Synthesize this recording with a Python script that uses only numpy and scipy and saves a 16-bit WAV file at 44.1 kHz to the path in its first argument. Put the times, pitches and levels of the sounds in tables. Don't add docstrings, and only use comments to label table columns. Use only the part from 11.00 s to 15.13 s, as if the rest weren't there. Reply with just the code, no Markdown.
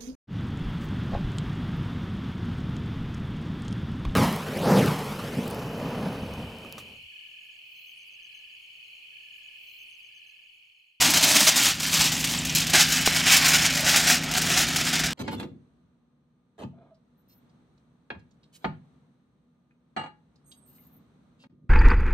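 import sys
import numpy as np
from scipy import signal
from scipy.fft import rfft, irfft, next_fast_len
from scipy.io import wavfile
from scipy.ndimage import map_coordinates

SR = 44100
rng = np.random.default_rng(int(sys.argv[2]) if len(sys.argv) > 2 else 0)


def generate_wav(signal):
    frames = np.transpose(np.atleast_2d(signal))
    scaled = np.clip(frames, -1, 1) * 32767
    pcm = np.round(scaled).astype(np.int16)
    wavfile.write(sys.argv[1], SR, pcm)


N = 182260
TIME = np.arange(N) / SR
RING_SIZE = SR // 4

# t/s, crackle level/dB, body/dB
FLEXING = [(0, -21, 2), (.45, -25.5, -1), (.66, -28.5, -2), (.76, -34, 1), (.87, -27, -2.5),
           (1.08, -28, -1), (1.17, -30.5, -1), (1.37, -30, -2), (1.41, -35, -4), (1.66, -31.5, -7),
           (1.74, -29, 1), (1.88, -27, -6.5), (2.1, -24.5, -3), (2.42, -22, -1.5), (2.77, -27, -0.5),
           (3.14, -25.5, 2), (3.24, -34, 7.5), (3.48, -25, 2), (3.72, -28.5, -2), (4.13, -32.5, 3)]
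# t/s, length/s, level/dB
CRUMPLE_RUNS = [(.003, 0.074, -21), (0.23, 0.095, -22), (0.347, 0.083, -21), (0.545, 0.16, -22),
                (0.824, 0.048, -27.5), (0.922, 0.14, -21), (1.55, 0.066, -23.5), (1.729, 0.091, -17.5),
                (1.88, 0.11, -24), (2.253, 0.1, -16.5), (2.45, 0.16, -25.5), (2.849, 0.25, -24),
                (3.064, 0.058, -19), (3.491, .13, -23.5)]
# t/s, level/dB, brightness/dB
BIG_BUCKLES = [(.009, -15.5, 4), (.137, -16, 1), (.159, -14, 2), (.227, -13, 2.5), (.346, -10.5, 2),
               (.4, -19, 6), (.4668, -9.5, 1.5), (.568, -20.5, 7), (.655, -17.5, 2), (.8, -28.5, 5),
               (1.0, -14, -3), (1.118, -22.5, -1), (1.242, -22.5, 3.5), (1.338, -21.5, -18),
               (1.4505, -30, 9), (1.496, -24.5, -9), (1.55, -24, 13), (1.735, -11.5, -2), (1.795, -13, 3),
               (2.059, -16.5, 4), (2.162, -18.5, -2), (2.364, -21, 14), (2.456, -16.5, -3),
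               (2.481, -20.5, 10), (2.535, -13, 0), (2.648, -14.5, -1), (2.772, -27, 7), (2.805, -31, 12),
               (2.864, -14.5, -7), (2.887, -16, 0), (2.94, -16, -10), (2.959, -16.5, 8), (3.1, -20, 5),
               (3.235, -31, 5), (3.313, -29, 7), (3.35, -25, -7), (3.3735, -22, 7.5), (3.416, -26.5, 8.5),
               (3.569, -17.5, -3), (3.761, -23.5, 6.5), (3.802, -19.5, -3), (3.868, -22, -4),
               (3.93, -20, 0), (3.954, -20, -2), (3.992, -21.5, -1), (4.036, -20, -3), (4.059, -24, 2)]
# f/Hz, t60/s, energy share of the first crack, brightness tracking (0-1)
SHIMMER_BANDS = [(200, 0.038, 0.24, 0), (900, 0.095, 0.29, 0), (2700, 0.26, 0.41, 0),
                 (6400, 0.12, 0.16, 0.56), (9500, 0.092, 0.2, 0.72), (14000, 0.058, 0.14, 1)]
# middle t/s, length/s, f/Hz, boost/dB
TAUT_PANELS = [(.36, 0.5, 624, 8), (0.499, 0.96, 1360, 3), (1.15, 0.56, 830, 1.5), (1.52, 0.16, 2520, 6.5),
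               (2.38, 0.4, 1070, 8.5), (2.42, 0.58, 2280, 4.5), (2.8, 0.17, 580, 11.5),
               (3.32, 0.15, 715, 6), (3.78, 0.33, 1290, 6), (3.7, 0.74, 372, 10.5)]
# f/Hz, level/dB
FREE_EQ = [(60, -23), (130, -7.5), (280, -3.5), (450, -16.5), (800, -4.5), (1200, -8), (2000, -2.5),
           (2900, -0.5), (4300, -1.5), (6000, -1), (7500, -3), (9500, -10), (13000, -12.5), (16000, -18.5)]
# f/Hz, level/dB
LAID_EQ = [(150, -29), (300, -11), (500, -17), (730, -3), (1050, -12.5), (1500, -0.5), (2300, -1),
           (3300, -1.5), (4300, -3), (5100, -0.5), (7300, -3.5), (9500, -11.5), (13000, -15),
           (16000, -18.5)]
# t/s, level/dB, f/Hz
SHEET_FLAPS = [(.085, -14.5, 239), (.145, -23, 185), (.35, -19, 228), (.41, -21.5, 245), (.471, -32, 196),
               (.995, -21, 129), (1.736, -24, 707), (1.741, -23, 310), (3.11, -18, 209)]
# t/s, level/dB, f/Hz
DIMPLE_PINGS = [(.4672, -15, 4050), (1.387, -16, 7300), (1.496, -20, 5940), (1.572, -17, 2670),
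                (1.663, -20.5, 1870), (2.655, -23, 2410), (3.1, -9, 1760), (3.3502, -17, 4240)]
# t/s, level/dB
KNOCK_HITS = [(2.0756, -13.5)]
# f/Hz, level/dB, t60/s
KNOCK_RING = [(453, -12, 0.045), (820, -2, 0.019), (1080, 5, 0.0072), (2380, 2, 0.013), (4000, 2, 0.0062)]
# multiple of the firing rate, level/dB
ENGINE_PARTIALS = [(2, -56), (3, -55), (5, -56.5), (6, -39), (7, -46.5), (9, -46), (10, -44.5), (15, -60)]
# f/Hz, level/dB
RUMBLE_EQ = [(20, -22), (38, -13), (58, 1.5), (95, -1), (130, 4.5), (200, 1.5), (320, -1), (400, -15.5),
             (520, -9.5), (750, -12), (1100, -14.5), (3000, -6), (8000, -34), (16000, -42)]
# t/s, level/dB
DISTANT_FADER = [(0, -1.5), (.5, -9), (1.1, 1), (4.13, 0.9)]
# t/s, level/dB
WIND_FADER = [(0, -72), (3, -58), (4.13, -48)]
# f/Hz, level/dB
WIND_EQ = [(15, -14), (30, -25), (48, 16), (70, 7), (130, -24), (400, -60), (2000, -90)]

LOWERING_S = (1.63, 1.79)
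USUAL_LEVEL_DB = -25.5


def foil(free_treble_db=-3.5, laid_treble_db=-6, treble_tracking=0.15):
    flex_db, body_db = in_time(FLEXING)
    laid = np.interp(TIME, LOWERING_S, [0, 1])
    level_db = 10 * np.log10(from_db(flex_db) ** 2 + crumples())
    treble_db = (1 - laid) * free_treble_db + laid * laid_treble_db
    treble_db += treble_tracking * (level_db - USUAL_LEVEL_DB)
    sheet = crackle(level_db, treble_db) + buckles(BIG_BUCKLES + small_buckles(flex_db))
    sheet = panels(low_shelf(sheet, body_db, corner_hz=1200))
    return (1 - laid) * coloured(sheet, FREE_EQ) + laid * coloured(sheet, LAID_EQ)


def crackle(level_db, treble_db, snaps_per_s=870, bright_spread_db=7, flicker_db=2.5):
    chance = np.clip(snaps_per_s * from_db(level_db - np.mean(level_db)) / SR, 1e-4, 1)
    sizes = snap_sizes(N, spread_db=-1)
    fires = rng.random(N) < chance
    snaps = fires * sizes / np.sqrt(chance * np.mean(sizes ** 2)) * from_db(level_db)
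    scatter_db = bright_spread_db * np.clip(rng.standard_normal(N), -2, 2) + flicker_db * drift(70)
    return shimmer(snaps, treble_db + scatter_db)


def crumples(attack_s=0.0079, release_s=0.018):
    power = np.zeros(N)
    for s, length, level_db in CRUMPLE_RUNS:
        attack = np.clip((TIME - s) / attack_s, 0, 1)
        release = np.exp(-np.maximum(TIME - s - length, 0) / release_s)
        power += (from_db(level_db) * attack * release) ** 2
    return power


def buckles(events, usual_length_s=0.008, doubling_db=9.5, snaps_per_s=900, lead_db=4, count=48):
    snaps, brightness = np.zeros(N), np.zeros(N)
    for s, level_db, bright_db in events:
        length = usual_length_s * 2 ** ((level_db - USUAL_LEVEL_DB) / doubling_db)
        delays = rng.random(count) * length
        sizes = snap_sizes(count, spread_db=1.5)
        if s + length >= TIME[-1]:
            continue
        delays[0], sizes[0] = 0, from_db(lead_db)
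        used = int(np.clip(2 + snaps_per_s * length, 2, count))
        at = ((s + delays[:used]) * SR).astype(int)
        strength = from_db(level_db) * np.sqrt(SR / 100)
        snaps[at] = strength * sizes[:used] / np.linalg.norm(sizes[:used])
        brightness[at] = bright_db
    return shimmer(snaps, brightness)


def small_buckles(flex_db, per_s=16, slack_db=-32, level_spread_db=3.5, bright_spread_db=10.5):
    wait, size, sharp = rng.random((112, 3)).T
    s = np.cumsum(-np.log(1 - wait)) / per_s
    strain_db = np.interp(s, TIME, flex_db)
    level_db = strain_db + 1 + level_spread_db * (2 * size - 1)
    bright_db = 1.5 + bright_spread_db * (2 * sharp - 1)
    return list(np.transpose([s, level_db, bright_db])[strain_db > slack_db])


def snap_sizes(count, spread_db):
    return from_db(spread_db * np.minimum(rng.exponential(1, count), 4)) * rng.choice([-1, 1], count)


def shimmer(snaps, bright_db, click_share=0.15, crack_t60_s=0.009):
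    log_hz = np.log(np.fft.rfftfreq(N, 1 / SR) + 1)
    centres = np.log([row[0] for row in SHIMMER_BANDS])
    modes = rfft(mottled(rng.standard_normal(N)))
    out = np.zeros(N)
    for (_, t60, crack, tracking), pick in zip(SHIMMER_BANDS, np.eye(len(centres))):
        band = np.interp(log_hz, centres, pick)
        kicks = snaps * from_db(tracking * bright_db)
        energy = crack * decay(kicks ** 2, crack_t60_s) + (1 - crack) * decay(kicks ** 2, t60)
        ring = np.sqrt((1 - click_share) * energy) * irfft(modes * band, N)
        click = np.sqrt(click_share) * irfft(rfft(kicks) * band, N)
        out += ring + click
    return out


def decay(energy, t60):
    keep = from_db(-120 / (t60 * SR))
    return signal.lfilter([1 - keep], [1, -keep], energy + 1e-18)


def mottled(x, depth_db=2.5, spacing_hz=110.7, changes_per_s=7.01):
    hz, t, frames = signal.stft(x, SR, nperseg=1024)
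    field = rng.standard_normal((256, 64))
    places = np.meshgrid(hz / spacing_hz, t * changes_per_s, indexing="ij")
    gain = from_db(depth_db * map_coordinates(field, places, order=1, mode="mirror"))
    return signal.istft(frames * gain / np.sqrt(np.mean(gain ** 2)), SR, nperseg=1024)[1][:N]


def panels(x, q=11):
    out = x.copy()
    for s, length, hz, boost_db in TAUT_PANELS:
        taut = np.exp(-(2 * (TIME - s) / length) ** 4)
        ring = signal.lfilter(*signal.iirpeak(hz, q, fs=SR), x * taut + 1e-18)
        out += (from_db(boost_db) - 1) * ring
    return out


def patch_flips(events, t60, spread_octaves, rise_s, count=8):
    t, out = TIME[:RING_SIZE], np.zeros(N)
    for s, level_db, hz in events:
        pitches = hz * 2 ** (spread_octaves * rng.uniform(-0.78, 1, (count, 1)))
        modes = np.sin(2 * np.pi * (pitches * t + rng.random((count, 1)))).sum(0) / np.sqrt(count)
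        envelope = (1 - np.exp(-t / rise_s)) * from_db(-60 * t / t60)
        add(out, s, from_db(level_db) * modes * envelope)
    return out


def knock():
    t, out = TIME[:RING_SIZE], np.zeros(N)
    tap = -sum(from_db(db - 60 * t / t60) * np.sin(2 * np.pi * hz * t) for hz, db, t60 in KNOCK_RING)
    for s, level_db in KNOCK_HITS:
        add(out, s, from_db(level_db) * tap)
    return out


def engine(firing_hz=26.42, speed_wander=0.0022, flutter_db=1.05):
    firings = np.cumsum(firing_hz * (1 + speed_wander * drift(2.8))) / SR
    return sum(np.sqrt(2) * from_db(db + flutter_db * drift(7)) * np.sin(2 * np.pi * k * firings)
               for k, db in ENGINE_PARTIALS)


def rumble(gain_db=-36):
    return from_db(gain_db) * coloured(rng.standard_normal(N), RUMBLE_EQ)


def wind():
    return from_db(in_time(WIND_FADER)[0]) * coloured(rng.standard_normal(N), WIND_EQ)


def coloured(x, eq):
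    size = next_fast_len(N + RING_SIZE)
    hz = np.maximum(np.fft.rfftfreq(size, 1 / SR), 1)
    eq_hz, eq_db = np.transpose(eq)
    gain = from_db(np.interp(np.log(hz), np.log(eq_hz), eq_db))
    return irfft(rfft(x, size) * gain / np.sqrt(np.mean(gain ** 2)), size)[:N]


def low_shelf(x, gain_db, corner_hz):
    lows = signal.sosfiltfilt(signal.butter(2, corner_hz, "low", fs=SR, output="sos"), x)
    return x + (from_db(gain_db) - 1) * lows


def drift(per_s):
    knots = rng.standard_normal(512)
    return np.interp(TIME * per_s, np.arange(len(knots)), knots)


def from_db(db):
    return 10 ** (np.asarray(db) / 20)


def in_time(rows):
    s, *columns = np.transpose(rows)
    return [np.interp(TIME, s, column) for column in columns]


def add(track, s, sound):
    start = int(np.clip(round(s * SR), 0, N - 1))
    track[start:start + len(sound)] += sound[:N - start]


def scene():
    background = from_db(in_time(DISTANT_FADER)[0]) * (engine() + rumble()) + wind()
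    flaps = patch_flips(SHEET_FLAPS, t60=0.11, spread_octaves=0.423, rise_s=0.0059)
    pings = patch_flips(DIMPLE_PINGS, t60=0.03, spread_octaves=0.15, rise_s=0.00067)
    mono = foil() + flaps + pings + knock() + background
    return np.array([mono, mono])


def record(dry):
    ceiling, cutoff_hz = 1.5, 15900
    high_cut = signal.ellip(12, .1, 80, cutoff_hz, fs=SR, output="sos")
    return signal.sosfilt(high_cut, ceiling * np.tanh(dry / ceiling))


dry = scene()
out = record(dry)
generate_wav(out)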